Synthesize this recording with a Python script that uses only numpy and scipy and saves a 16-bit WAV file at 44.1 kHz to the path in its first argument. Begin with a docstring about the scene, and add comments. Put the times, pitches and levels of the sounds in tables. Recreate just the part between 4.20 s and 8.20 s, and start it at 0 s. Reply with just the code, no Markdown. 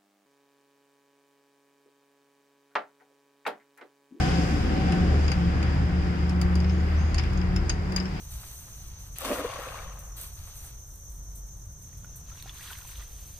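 """Car jack at the roadside

A steel car jack is worked by hand beside a parked car: its handle knocks and slips in short, bright
clicks that ring the steel and echo off the underbody. A motor vehicle drones nearby, tyres hiss briefly,
road noise fades into the distance over the steady town, and a small bird gives two rising whistles."""
import sys
import numpy as np
from scipy import signal
from scipy.fft import rfft, irfft
from scipy.io import wavfile
from scipy.ndimage import uniform_filter1d

SR = 44100
rng = np.random.default_rng(int(sys.argv[2]) if len(sys.argv) > 2 else 0)


def generate_wav(signal):
    """Clip the signal to [-1, 1] and save it as 16-bit WAV at the path in sys.argv[1]."""
    frames = np.transpose(np.atleast_2d(signal))
    scaled = np.clip(frames, -1, 1) * 32767
    pcm = np.round(scaled).astype(np.int16)
    wavfile.write(sys.argv[1], SR, pcm)


N = 176400
STREET_LAG_S = np.array([[0], [0.000406]])  # left, right: the street reaches the left side first


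def undb(db):
    """Decibels to gain."""
    return 10 ** (np.asarray(db) / 20)


def unit(x):
    """Scale to rms 1."""
    return x / np.sqrt(np.mean(x ** 2))


def curve(rows):
    """An automation line through (t/s, value) rows."""
    return np.interp(np.arange(N) / SR, *np.array(rows).T)


def on_log(rows, hz):
    """Read (f/Hz, value) rows on a log-frequency axis."""
    f, values = np.array(rows).T
    return np.interp(np.log(np.maximum(hz, 1)), np.log(f), values)


def colour(x, rows):
    """Zero-phase EQ from (f/Hz, level/dB) rows."""
    size = x.shape[-1]
    return irfft(rfft(x) * undb(on_log(rows, np.fft.rfftfreq(size, 1 / SR))), size)


def causal_eq(x, rows, size=1024):
    """Minimum-phase EQ from (f/Hz, level/dB) rows: nothing rings ahead of an attack."""
    cepstrum = irfft(np.log(undb(on_log(rows, np.fft.rfftfreq(size, 1 / SR)))))
    folded = cepstrum * np.r_[1, np.full(size // 2 - 1, 2), np.zeros(size // 2)]
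    return signal.lfilter(irfft(np.exp(rfft(folded))), 1, x)


def wander(rate_hz):
    """Smooth random modulation with rms 1."""
    hold = int(SR / rate_hz)
    steps = np.repeat(rng.standard_normal(N // hold + 1), hold)
    return unit(uniform_filter1d(uniform_filter1d(steps, hold), hold)[:N])


def echoes(x, t60_s, top_hz=6900):
    """Diffuse reflections, dulled and different on each side."""
    t = np.arange(SR // 2) / SR
    tail = rng.standard_normal((2, len(t))) * np.exp(-np.log(1000) * t / t60_s)
    tail *= 1 - np.exp(-t / 0.002)
    wet = signal.fftconvolve(x, tail / np.sqrt(np.sum(tail ** 2) / 2), axes=1)[:, :N]
    return signal.sosfilt(signal.butter(2, top_hz, fs=SR, output="sos"), wet)


def street_spectrum(rows):
    """The spectrum of a stereo noise bed, narrow in the bass and wide in the treble."""
    # likeness of left and right: f/Hz, correlation
    likeness = [(30, 0.83), (150, 1), (350, 0.9), (700, 0.22), (3000, 0.14)]
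    f = np.fft.rfftfreq(N, 1 / SR)
    alike = np.clip(on_log(likeness, f), 0, .995)
    mid, side = rfft(rng.standard_normal((2, N)))
    both = np.sqrt(1 + alike) * mid + np.sqrt(1 - alike) * side * np.array([[1], [-1]])
    both *= np.exp(-2j * np.pi * f * STREET_LAG_S) * undb(on_log(rows, f))
    return both / np.std(irfft(both, N))


def traffic(road_db=-27.5, town_db=-30, flicker_db=1.3):
    """Road noise recedes, treble first, over the steady town; each octave flickers a little."""
    # tone of the receding road: f/Hz, level/dB
    road_eq = [(100, -7.5), (170, 1), (290, -2.5), (420, -8.5), (520, -6.5), (640, -14.5), (1500, -15.5),
               (3200, -19), (4300, -28), (10000, -39), (16000, -57)]
    # tone of the town bed: f/Hz, level/dB
    town_eq = [(20, -18.5), (40, 5), (58, -2), (135, -3.5), (240, -18), (350, -13.5), (460, -21),
               (680, -22.5), (2000, -26), (4100, -41), (6400, -48), (16000, -58)]
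    # swell of the town's bass: t/s, level/dB
    rumble_db = [(0, 0.5), (1.5, 3.5), (2.5, -1.5), (3.2, 2), (3.55, 0), (4, -5.5)]
    t, f = np.arange(N) / SR, np.fft.rfftfreq(N, 1 / SR)
    road, town, out = street_spectrum(road_eq), street_spectrum(town_eq), 0
    fade_db = 6 * np.maximum(t - 0.7, 0)
    treble_loss_db = 10 * (1 - np.exp(-t / 0.31))  # at 10 kHz
    octave = np.clip(np.log2(np.maximum(f, 1) / 50), 0, 8)
    for k in range(9):
        hz = 50 * 2 ** k
        band = np.maximum(1 - abs(octave - k), 0)
        road_band = irfft(road * band, N) * undb(road_db - fade_db - treble_loss_db * np.sqrt(hz / 1e4))
        town_band = irfft(town * band, N) * undb(town_db + curve(rumble_db) / (1 + (hz / 300) ** 2))
        out += undb(flicker_db * wander(9.02)) * (road_band + town_band)
    return out


def tyre_hiss(level_db=-52, hold_s=0.26, fade_db_per_s=32):
    """Tyres on the road hiss briefly and die away."""
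    # tone of the tyres: f/Hz, level/dB
    hiss_eq = [(3000, -14), (4800, 2), (7200, -2), (12400, -11), (16000, -28)]
    fade_db = fade_db_per_s * np.maximum(np.arange(N) / SR - hold_s, 0)
    return unit(colour(rng.standard_normal((2, N)), hiss_eq)) * undb(level_db - fade_db)


def bird(from_hz=5100, to_hz=6600, rise_s=0.022):
    """Each whistle sweeps up and holds its top note, blurred by distant walls."""
    # whistles: t/s, length/s, level/dB
    whistles = [(2.468, 0.17, -59), (2.756, 0.18, -55.5)]
    t, out = np.arange(N) / SR, np.zeros(N)
    for start, length, db in whistles:
        age = np.clip(t - start, 0, length)
        hz = (to_hz + (from_hz - to_hz) * np.exp(-age / rise_s)) * (1 + 0.012 * wander(240))
        envelope = np.minimum(age / .015, 1) * np.sqrt(1 - age / length)
        out += undb(db) * envelope * np.sin(2 * np.pi * np.cumsum(hz) / SR)
    both = np.array([out, out])
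    return both + undb(2) * echoes(both, t60_s=0.29)


def engine(overtone_fade_db_per_s=5, hum_ratio=2.365, hum_octave_db=-16.5):
    """A slowly rising drone with wavering overtones, a second hum tied to its speed, a fading whine."""
    # pitch of the drone: t/s, f/Hz
    drone_hz = [(0, 71.5), (.6, 74.5), (2.1, 75), (3.0, 77), (4, 78)]
    # fader of its fundamental: t/s, level/dB
    drone_db = [(0, -28), (.85, -27.5), (.96, -21), (1.1, -25), (1.7, -27.5), (2.18, -25.5), (2.32, -24.5),
                (2.7, -23), (3.1, -27.5), (3.38, -27), (3.65, -32.5), (4, -41.5)]
    # its overtones: harmonic number, level/dB
    overtones = [(2, -37), (3, -41.5), (4, -36.5)]
    # swells of the second hum: t/s, level/dB
    hum_db = [(0, -39), (.17, -24.5), (.3, -36), (.55, -37), (.67, -26.5), (.85, -26.5), (.93, -35),
              (1.14, -36.5), (1.2, -26), (1.28, -23.5), (1.33, -36), (1.6, -38.5), (1.69, -29.5),
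              (1.94, -33.5), (2.15, -26.5), (2.53, -28.5), (2.72, -36.5), (3.06, -44), (3.16, -33),
              (3.35, -28.5), (3.48, -47), (3.6, -38), (3.85, -30), (4, -46)]
    # narrow noise bands of the whine: f/Hz, width/Hz, level/dB
    whine_bands = [(754, 59, -39), (1528, 38, -47.5)]
    # fader over both bands: t/s, level/dB
    whine_db = [(0, 6), (.45, -6), (.68, 2.5), (1.15, -6.5), (2.2, -10.5), (4, -15.5)]
    t, f = np.arange(N) / SR, np.fft.rfftfreq(N, 1 / SR)
    hz = curve(drone_hz)
    cycles = np.cumsum(hz * (1 + 0.0033 * wander(8.08))) / SR
    phase = 2 * np.pi * (cycles - hz * STREET_LAG_S)
    out = undb(curve(drone_db) + 1.35 * wander(22.4)) * np.sin(phase)
    for harmonic, db in overtones:
        gain = undb(db - overtone_fade_db_per_s * t + 2.3 * wander(6.4))
        out += gain * np.sin(harmonic * phase + .5 * wander(8.3))
    hum_phase = hum_ratio * phase + 0.38 * wander(13)
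    hum = np.sin(hum_phase) + undb(hum_octave_db) * np.sin(2 * hum_phase + wander(14))
    out = np.sqrt(2) * (out + undb(curve(hum_db)) * hum)  # the tones' levels are rms
    for centre, width, db in whine_bands:
        whine = irfft(rfft(rng.standard_normal((2, N))) / (1 + ((f - centre) / width * 2) ** 2), N)
        out += unit(whine) * undb(db + curve(whine_db))
    return out


def burst(x):
    """Give each channel of a transient the energy of 10 ms at rms 1."""
    return x / np.sqrt(np.sum(x ** 2, axis=-1, keepdims=True) / (SR / 100))


def steel_ring(t, noise, ring_hz, contact_s=0.0044, rattle_db=-5, favour_db=10.5, detune=0.012):
    """A blow and a brief rattle ring the steel; the grip pulls one mode to ring_hz and favours it."""
    # modes of the jack: f/Hz, level/dB, t60/s
    steel_modes = [(4725, 5.5, 0.024), (4980, -0.5, 0.018), (5300, 3.5, 0.028), (6525, 6, 0.021),
                   (7000, 1, 0.015)]
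    rest_hz, mode_db, t60 = np.array(steel_modes).T[:, :, None]
    rattle = noise * np.exp(-(t / contact_s) ** 2) * (1 - np.exp(-t / 0.00068))
    blow = burst(1. * (t == 0)) + undb(rattle_db) * burst(rattle)
    nearest = abs(rest_hz - ring_hz) == np.min(abs(rest_hz - ring_hz))
    hz = np.where(nearest, ring_hz, rest_hz * (1 + detune * rng.standard_normal(rest_hz.shape)))
    scatter_db = 2.5 * rng.standard_normal((2, len(steel_modes), 1))
    gains = undb(mode_db + favour_db * nearest - scatter_db)
    modes = gains * np.sin(2 * np.pi * (rng.random(gains.shape) + hz * t))
    ring = np.sum(modes * np.exp(-np.log(1000) * t / t60), axis=1) * (1 - np.exp(-t / 0.00032))
    return burst(signal.fftconvolve(blow, ring, axes=1)[:, :len(t)])


def jack(trim_db=-3.5, knock_trim_db=3.5, tick_trim_db=-3.5, underbody_db=-7):
    """Each slip rings the steel, knocks the frame and ticks at the contact, some bright, some dull."""
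    # slips, ahead of the trims: t/s, level/dB, knock/dB, tick/dB, tick's treble shelf/dB, ring f/Hz
    clicks = [(0.7212, -48.5, 12, 9, -8, 5270), (1.0802, -40.5, 2.5, -11, -3, 4970),
              (1.1164, -38, 5, 4, -8, 4780), (1.428, -46, 6.5, 4, -9, 4680), (2.094, -50, 8, 10, -4, 5230),
              (2.214, -42.5, 2.5, 10, 4, 4600), (2.3543, -44.5, -3, 6, 2, 4770),
              (2.4018, -47, -2, 1, -4, 4940), (2.4433, -50.5, 9, -10, -4, 5270),
              (2.4956, -50.5, 9, -12, -4, 5240), (2.944, -40.5, 0.5, 7.5, -11, 4540),
              (2.9799, -48.5, 12.5, 5, -4, 4980), (2.9840, -36.5, -1, -12, 4, 4980),
              (2.9942, -44, 8, -6, -2, 5200), (3.036, -53.5, 13, 5, 0, 5230),
              (3.132, -62.5, -3.5, 15, 6, 5030), (3.1746, -46, -6, -4, -5, 6500),
              (3.214, -53.5, 11.5, -10, -3, 5230), (3.3614, -40, 3.5, -0.5, 6, 5300),
              (3.4945, -29, -6.5, 0, -7, 6540), (3.499, -37, 0, -14.5, -4, 4700),
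              (3.7214, -49, 1.5, 6, 2, 4850), (3.7619, -32.5, -4.5, 1, 6, 4830),
              (3.7755, -51, 15, -4, -2, 4650), (3.8, -41, -1.5, -11, -5, 5250),
              (3.8551, -47.5, 5, -10, -5, 5300)]
    # dull knock of the frame: f/Hz, level/dB
    knock_eq = [(300, -37), (900, -2), (1750, -0.5), (2650, 1.5), (3300, -6), (4100, -11), (6000, -40)]
    # bright tick at the contact: f/Hz, level/dB
    tick_eq = [(2000, -0.5), (5000, -8), (6700, 1), (8300, -7.5), (9350, 1.5), (10400, -1.5), (11500, -10),
               (15200, -13)]
    out, size = np.zeros((2, N + SR)), 4096
    t = np.arange(size) / SR
    knock_envelope = np.exp(-t / 0.0081) * (1 - np.exp(-t / 0.0014))
    tick_envelope = (np.exp(-t / 0.0038) + undb(-20) * np.exp(-t / 0.02)) * (1 - np.exp(-t / 0.00048))
    for start, db, knock_db, tick_db, shelf_db, ring_hz in clicks:
        rattle_noise, knock_noise, tick_noise = rng.standard_normal((3, 2, size))
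        ring = steel_ring(t, rattle_noise, ring_hz)
        knock = burst(colour(knock_noise, knock_eq) * knock_envelope)
        tick = burst(colour(tick_noise, tick_eq) * tick_envelope)
        tick = causal_eq(tick, [(9500, 0), (12500, shelf_db)])
        click = ring + undb(knock_trim_db + knock_db) * knock + undb(tick_trim_db + tick_db) * tick
        i = int(start * SR)
        out[:, i:i + size] += undb(db + trim_db) * click
    direct = out[:, :N]
    return direct + undb(underbody_db) * echoes(direct, t60_s=0.15)


def scene():
    """The jack close by; behind it the bird and the street, which is a touch louder on the right."""
    street_pan = undb(np.array([[-0.53], [0.53]]) / 2)
    return jack() + (engine() + traffic() + tyre_hiss()) * street_pan + bird()


def record(dry):
    """Each microphone port adds its own resonance; the deepest bass and the very top are cut."""
    # resonance of the left port: f/Hz, level/dB
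    left_port = [(2000, 1), (4100, 1), (4550, 8), (4900, 15), (5250, 12), (5700, -2), (6400, -3)]
    # resonance of the right port: f/Hz, level/dB
    right_port = [(2000, -0.5), (3200, -2), (4700, -0.5), (5500, 5.5), (7200, 6), (8200, 1), (10000, -2)]
    heard = np.array([causal_eq(dry[0], left_port), causal_eq(dry[1], right_port)])
    heard = signal.sosfilt(signal.butter(2, 20, "high", fs=SR, output="sos"), heard)
    return signal.sosfilt(signal.ellip(10, .2, 80, 15900, fs=SR, output="sos"), heard)


dry = scene()
out = record(dry)
generate_wav(out)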